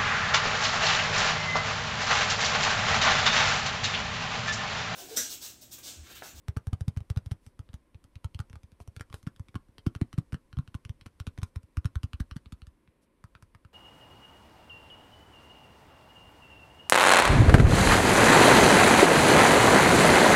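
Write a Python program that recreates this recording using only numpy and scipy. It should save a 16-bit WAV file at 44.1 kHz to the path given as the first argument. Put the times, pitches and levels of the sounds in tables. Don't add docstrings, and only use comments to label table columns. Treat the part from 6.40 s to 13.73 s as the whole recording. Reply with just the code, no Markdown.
import sys
import numpy as np
from scipy import signal
from scipy.fft import rfft, irfft, next_fast_len
from scipy.io import wavfile

SR = 44100
rng = np.random.default_rng(int(sys.argv[2]) if len(sys.argv) > 2 else 0)


def to_wav(s):
    ch = np.atleast_2d(s).T
    pcm = np.round(np.clip(ch, -1, 1) * 32767)
    wavfile.write(sys.argv[1], SR, pcm.astype(np.int16))


N = 323253

# t/s, tick/dB, hollow knock/dB over tick, sharp edge/dB over tick, thump/dB
FINGER_TAPS = [(0.0836, -51, 1, -4.5, -25), (0.2704, -59.5, 7, 4.5, -25.5), (0.4089, -58.5, 5.5, 3, -25),
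               (0.6055, -66, 6.5, -2, -34), (0.7014, -51, 2, -1, -23), (0.8614, -61, -3.5, -1, -31.5),
               (1.0653, -64, 2, 0.5, -42.5), (1.1925, -64, 6.5, 3.5, -34), (1.2902, -68, -4, -18, -44.5),
               (1.5459, -66, -1.5, -14, -41.5), (1.6415, -69, -3, 4, -51),
               (1.7561, -59.5, -7.5, -9.5, -38.5), (1.845, -54, 3.5, -2, -27.5),
               (1.9467, -53, -12, -10, -33), (2.0988, -66, 4, 0.5, -45.5), (2.1305, -62, -2, -7, -41),
               (2.1565, -64, 10.5, 1, -41.5), (2.2334, -67.5, -3, 0, -44), (2.319, -72, -2, 0.5, -51),
               (2.4028, -65, 17.5, 2, -42.5), (2.4765, -64, 11, 7.5, -37.5), (2.5649, -54.5, 1.5, -4, -37),
               (2.701, -69, 6.5, -2, -47.5), (2.8294, -68.5, 2, 4, -51), (2.9625, -65.5, -8, -7, -60),
               (2.9962, -68, 17, 8.5, -33), (3.0853, -62, -1.5, -9, -51.5), (3.144, -65, 15, -6, -36.5),
               (3.286, -84, 11, 1, -54.5), (3.3826, -54.5, -0.5, -10.5, -50),
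               (4.1289, -60.5, -0.5, -12.5, -42.5), (4.1703, -61.5, 3.5, -11, -26.5),
               (4.2768, -60.5, 0.5, -8, -43.5), (4.451, -54, -2, -8, -38), (4.4945, -56, 2, -6, -29.5),
               (4.612, -58.5, -7, -15, -51), (4.8011, -52, 2, -5, -32.5), (5.1598, -56.5, 7.5, -3.5, -28.5),
               (5.232, -74, 6, 6, -49), (5.371, -50.5, 7, -3, -23), (5.5562, -53.5, 7.5, -3, -25),
               (5.7333, -49, -3, -11.5, -33), (5.9122, -52.5, -0.5, -15, -36), (6.059, -61, -2, -17, -44),
               (6.219, -59.5, -4, -15, -42.5), (6.2693, -66.5, -1, -2.5, -45),
               (6.4763, -70.5, 7.5, -15, -57.5), (6.8407, -66.5, 19, 2, -41.5), (6.952, -60, 9, -16, -50),
               (7.0253, -66, 14.5, 5, -46), (7.149, -64.5, 13.5, -4.5, -47), (7.2496, -69.5, 16, -4, -45)]
def taps(flex_db=-29, flex_follow=0.51):
    contacts, shoves = [], []
    for s, tick_db, knock_db, edge_db, thump_db in FINGER_TAPS:
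        _, _, swing_hz, flex_hz = held(s)
        contacts.append((s, tick_db, knock_db, edge_db))
        shoves += [(s, thump_db, swing_hz), (s, flex_db + flex_follow * thump_db, flex_hz)]
    return contacts, shoves


NAIL_LAG_S = 0.00288
# t/s, tick/dB, knock/dB over tick, thump/dB, swing/Hz, face flex/dB over thump, graze lead/s, graze/dB
FINGER_ROLLS = [(0.1705, -54.5, 7.5, -23, 135, -4.5, 0.0044, -57),
                (0.332, -53.5, 8, -20, 129.6, -6.5, .003, -66),
                (0.4815, -52.5, 2, -20, 139, -31, 0.0028, -78),
                (0.573, -57.5, 5, -23.5, 120, -22, 0.0077, -64),
                (0.7737, -52.5, 6.5, -20, 126, -14, 0.011, -58.5),
                (0.9176, -55.5, 4, -24.5, 124, -23, 0.0051, -55.5),
                (1.3413, -61.5, -0.5, -36.5, 94, -4.5, 0.0088, -67),
                (2.0025, -56.5, 5.5, -26.5, 129, -11, 0.011, -52.5),
                (2.6098, -52, 11.5, -36.5, 117.4, -8, 0.013, -58),
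                (2.7428, -53.5, 10.5, -35.5, 109, -12, 0.015, -55.5),
                (2.8736, -60, 11.5, -27.5, 178, -5.5, .0057, -57.5),
                (3.1585, -60.5, 14, -30, 123.4, -1.5, 0.0035, -53),
                (3.4688, -53.5, 10, -20, 125, 0, .0036, -51.5),
                (3.5618, -66, 9, -33, 114, -6.5, .0105, -53), (3.6176, -62, 13, -20, 129, -0.5, .0035, -50),
                (3.7406, -68, 6, -39.5, 129, -3.5, 0.011, -56.5),
                (3.7851, -56.5, 9.5, -18, 165, -12, 0.0056, -59.5),
                (3.9302, -60, 10.5, -28, 113, -5.5, 0.0066, -57.5),
                (3.9478, -91, 14.5, -28, 177, -5, 0.0039, -54),
                (4.192, -87, 12, -23.5, 150, -19, 0.004, -58.5), (4.35, -60.5, 7, -30, 109, -4, .0058, -56),
                (4.6642, -59.5, 10.5, -40, 137, -1, 0.0038, -59.5),
                (4.8746, -59.5, 6.5, -30.5, 103, -4, 0.006, -50),
                (4.9869, -61.5, 10.5, -32, 118, -6, 0.0093, -58.5),
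                (5.032, -49.5, 7, -25.5, 111, -12, 0.014, -62.5),
                (5.4564, -50, 7.5, -21, 127, -24, 0.01, -58),
                (5.6397, -59.5, 3.5, -25.5, 113, -10, 0.0067, -50.5),
                (5.8044, -54.5, 4, -25.5, 83, -3.5, 0.0035, -56), (5.966, -57, 5, -32, 171, -3, 0.005, -68),
                (6.127, -65, 0, -38.5, 84.3, 1.5, 0.0039, -57.5)]
def rolls(flat_edge_db=-0.5, graze_knock_db=-3.5, graze_edge_db=-6, lag_per_lead=0.374):
    contacts, shoves = [], []
    for s, tick_db, knock_db, thump_db, swing_hz, flex_db, lead_s, graze_db in FINGER_ROLLS:
        *_, flex_hz = held(s)
        contacts.append((s - lead_s, graze_db, knock_db + graze_knock_db, graze_edge_db))
        contacts.append((s, tick_db, knock_db, flat_edge_db))
        lands = s - NAIL_LAG_S - lag_per_lead * lead_s
        shoves += [(lands, thump_db, swing_hz), (lands, thump_db + flex_db, flex_hz)]
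    return contacts, shoves


BOOM_SHARE = 0.62
# t/s, boom/dB, shell pitch/ratio, swing under a fingertip/Hz, face flex/Hz
CASE_HOLD = [(1.0, 8.5, 1.06, 116, 201.8), (1.8, 6, 1.26, 110.3, 219), (2.38, 9, 0.92, 95, 217),
             (2.6, -2.5, 1.038, 122, 231), (3.5, 1, 0.99, 109, 274.6), (4.4, -1.5, 1.035, 114.7, 234),
             (5.2, 1, 0.98, 100, 246), (6.2, -3.5, 1.15, 79, 222), (6.8, -6, 0.87, 126, 181)]
def held(s):
    times, *columns = np.transpose(CASE_HOLD)
    return [np.interp(s, times, column) for column in columns]


def pad(hz, flex_hz, softness=3.06, slowing=0.17, ring_db=-22, ring_t60=0.11, grip=0.13):
    t = np.arange(SR // 8) / SR
    cycles = hz * t
    swell = (cycles * np.exp(1 - cycles)) ** softness
    swing = -swell * np.sin(2 * np.pi * np.log1p(slowing * cycles) / slowing)
    ring_hz = flex_hz * np.exp(grip * rng.standard_normal())
    ring = np.sin(2 * np.pi * ring_hz * t) * fade(t, ring_t60)
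    return swing + amp(ring_db) * ring


def pads(shoves, gain_db=3.5, flesh_ratio=1.415, order=8, size=8192):
    track, hz = np.zeros(N), np.fft.rfftfreq(size, 1 / SR)
    lead = size // 8
    for s, db, shove_hz in shoves:
        *_, flex_hz = held(s)
        flesh = 1 / np.hypot(1, (hz / (flesh_ratio * flex_hz)) ** order)
        swing = np.pad(pad(shove_hz, flex_hz), (lead, 0))
        thump = irfft(rfft(swing, size) * flesh)
        add(track, s - lead / SR, amp(db + gain_db) * thump)
    return track


# f/Hz, level/dB over the bare tick, t60/s
SHELL_MODES = [(423, 2, 0.15), (757, 5.5, 0.064), (1067, 2.5, 0.026), (1420, -3.5, 0.033),
               (2190, -16, 0.034), (3040, -5, 0.0038), (5610, -3.5, 0.0037)]
def shell(t, pitch, spot_db, grip=0.047):
    ring = np.zeros(len(t))
    for mode_hz, db, t60 in SHELL_MODES:
        detune, spot = rng.standard_normal(2)
        hz = mode_hz * pitch * (1 + grip * detune)
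        decay = fade(t, t60)
        ring += amp(db + spot_db * spot) * 2 * decay / decay.sum() * np.cos(2 * np.pi * hz * t)
    return ring


# f/Hz, spectral level/dB
TICK_COLOUR = [(120, -3), (420, 5), (750, -3.5), (1000, 2), (1400, 7), (1950, 3), (3200, 2.5), (5500, 0.5),
               (7200, -4.5), (8500, 0), (11000, -3.5), (13000, -9), (15500, -30)]
def nail(s, knock_db, edge_db, spot_db=3, bounce=0.43, bounce_s=0.001022, scuff_s=0.0058, size=4096):
    t, hz = np.arange(size) / SR, np.fft.rfftfreq(size, 1 / SR)
    boom_db, pitch, _, _ = held(s)
    shiver = rng.standard_normal(size) * fade(t, t60=0.011)
    blow = amp(-9) * shiver / np.linalg.norm(shiver)
    blow[0] += 1
    blow = np.roll(blow + shell(t, pitch, spot_db), size // 2)
    scuff = rng.standard_normal(size) * np.exp(-((t - t.mean()) / scuff_s) ** 2)
    blow += amp(-17 + spot_db * rng.standard_normal()) * scuff / np.linalg.norm(scuff)
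    hand_s, mic_s = bounce_s * rng.uniform(0.23, 1, 2)
    notches = 1 + bounce * (np.exp(-2j * np.pi * hz * hand_s) - np.exp(-2j * np.pi * hz * mic_s))
    touch = [(1300, knock_db), (3100, 0.048), (3900, 0), (6200, edge_db)]
    face = [(800, boom_db), (1050, 0.03)]
    colour_db = along(TICK_COLOUR, hz) + along(touch, hz) + along(face, hz)
    spectrum = rfft(blow) * notches * causal(amp(colour_db))
    middle = (hz > 2000) & (hz < 6000)
    return irfft(spectrum) / np.linalg.norm(irfft(spectrum * middle))


def nails(contacts, gain_db=26.5):
    track = np.zeros(N)
    for s, db, knock_db, edge_db in contacts:
        tick = nail(s, knock_db, edge_db)
        add(track, s - len(tick) / 2 / SR, amp(db + gain_db) * tick)
    return track


def slaps(gain_db=-20, t60=0.0097, slap_hz=600, q=1.3):
    t, track = np.arange(SR // 16) / SR, np.zeros(N)
    for s, _, _, thump_db, *_ in FINGER_ROLLS:
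        strength = amp(gain_db + thump_db + BOOM_SHARE * held(s)[0])
        add(track, s - NAIL_LAG_S, strength * rng.standard_normal(len(t)) * fade(t, t60))
    return filtered(track, lambda hz: (1j * hz / (1j * hz + q * (slap_hz - hz ** 2 / slap_hz))) ** 2)


def pats(shoves, gain_db=-43.0, follow=0.52, t60=0.18, pat_hz=600):
    t, track = np.arange(SR // 8) / SR, np.zeros(N)
    for s, db, _ in shoves:
        strength = amp(gain_db + follow * db + BOOM_SHARE * held(s)[0])
        add(track, s, strength * rng.standard_normal(len(t)) * fade(t, t60))
    return filtered(track, lambda hz: 4 * (1j * hz / pat_hz) / (1 + 1j * hz / pat_hz) ** 3)


def rub(corner_hz):
    return noise(lambda hz: amp(along(TICK_COLOUR, hz)) * hz / np.hypot(hz, corner_hz))


# middle t/s, length/s, level/dB
SKIN_SLIDES = [(1.061, 0.085, -76), (2.416, 0.027, -67.5), (2.758, 0.084, -70), (5.07, .05, -76.5),
               (6.633, 0.033, -76.5)]
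def slides():
    t = np.arange(N) / SR
    swells = sum(amp(db) * np.exp(-(2 * (t - s) / length) ** 2) for s, length, db in SKIN_SLIDES)
    return rub(corner_hz=7000) * swells


def handling(contacts, rumble_db=-67, rumble_hz=55, rustle_db=-84, follow=0.18, linger_s=0.12):
    t = np.arange(N) / SR
    effort = sum(amp(follow * db) * np.exp(-((t - s) / linger_s) ** 2) for s, db, _, _ in contacts)
    rumble = amp(rumble_db) * noise(lambda hz: (hz / rumble_hz) / (1 + (hz / rumble_hz) ** 4))
    rustle = amp(rustle_db) * rub(corner_hz=5000)
    return np.sqrt(effort / effort.mean()) * (rumble + rustle)


# f/Hz, t60/s
ROOM_DECAY = [(100, 0.064), (400, 0.21), (2000, 0.08), (10000, 0.046)]
def room(x, build_s=0.0022, stretches=24):
    wet, t = np.zeros(N), np.arange(SR // 3) / SR
    for part in np.array_split(np.arange(N), stretches):
        hz, age, spectra = signal.stft(rng.standard_normal(len(t)), SR, nperseg=256)
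        _, tail = signal.istft(spectra * fade(age, along(ROOM_DECAY, hz)[:, None]), SR)
        tail = tail[:len(t)] * (1 - np.exp(-t / build_s))
        add(wet, part[0] / SR, signal.fftconvolve(x[part], tail / np.linalg.norm(tail)))
    return wet


# f/Hz, relative spectral level/dB
ROOM_TONE = [(35, -23.5), (100, -4.5), (180, -1), (310, 0), (460, -8.5), (545, -3.5), (620, -12.5),
             (820, -16.5), (1020, -8.5), (1250, -18.5), (2100, -18), (3500, -26.5), (6500, -39),
             (8800, -30.5), (11000, -30), (13500, -38), (15500, -47)]
def hush(level_db=-71.0):
    return amp(level_db) * noise(lambda hz: amp(along(ROOM_TONE, hz)))


def amp(db):
    return 10 ** (np.asarray(db) / 20)


def along(points, hz):
    f, v = np.transpose(points)
    return np.interp(np.log(hz + 1), np.log(f), v)


def filtered(x, response):
    size = next_fast_len(N + SR // 2)
    return irfft(rfft(x, size) * response(np.fft.rfftfreq(size, 1 / SR)), size)[:N]


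def noise(response):
    coloured = filtered(rng.standard_normal(N), response)
    return coloured / coloured.std()


def causal(gain):
    cepstrum = irfft(np.log(gain + 1e-9))
    half = len(cepstrum) // 2
    cepstrum[1:half] *= 2
    cepstrum[half + 1:] = 0
    return np.exp(rfft(cepstrum))


def fade(t, t60):
    return np.exp(-np.log(1000) * t / t60)


def add(track, s, sound):
    part = track[max(0, round(s * SR)):][:len(sound)]
    part += sound[:len(part)]


def scene(tick_room_db=-5, thump_room_db=-22, radiate_hz=3200):
    tap_contacts, tap_shoves = taps()
    roll_contacts, roll_shoves = rolls()
    contacts, shoves = tap_contacts + roll_contacts, tap_shoves + roll_shoves
    ticks = nails(contacts) + pats(shoves) + slaps() + slides()
    thumps = pads(shoves) + handling(contacts)
    radiated = filtered(ticks, lambda hz: 1j * hz / (radiate_hz + 1j * hz))
    answer = room(amp(tick_room_db) * radiated + amp(thump_room_db) * thumps)
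    return (ticks + thumps + answer + hush())[None]


def record(dry):
    return filtered(dry[0], lambda hz: hz < 15700)[None]


dry = scene()
out = record(dry)
to_wav(out)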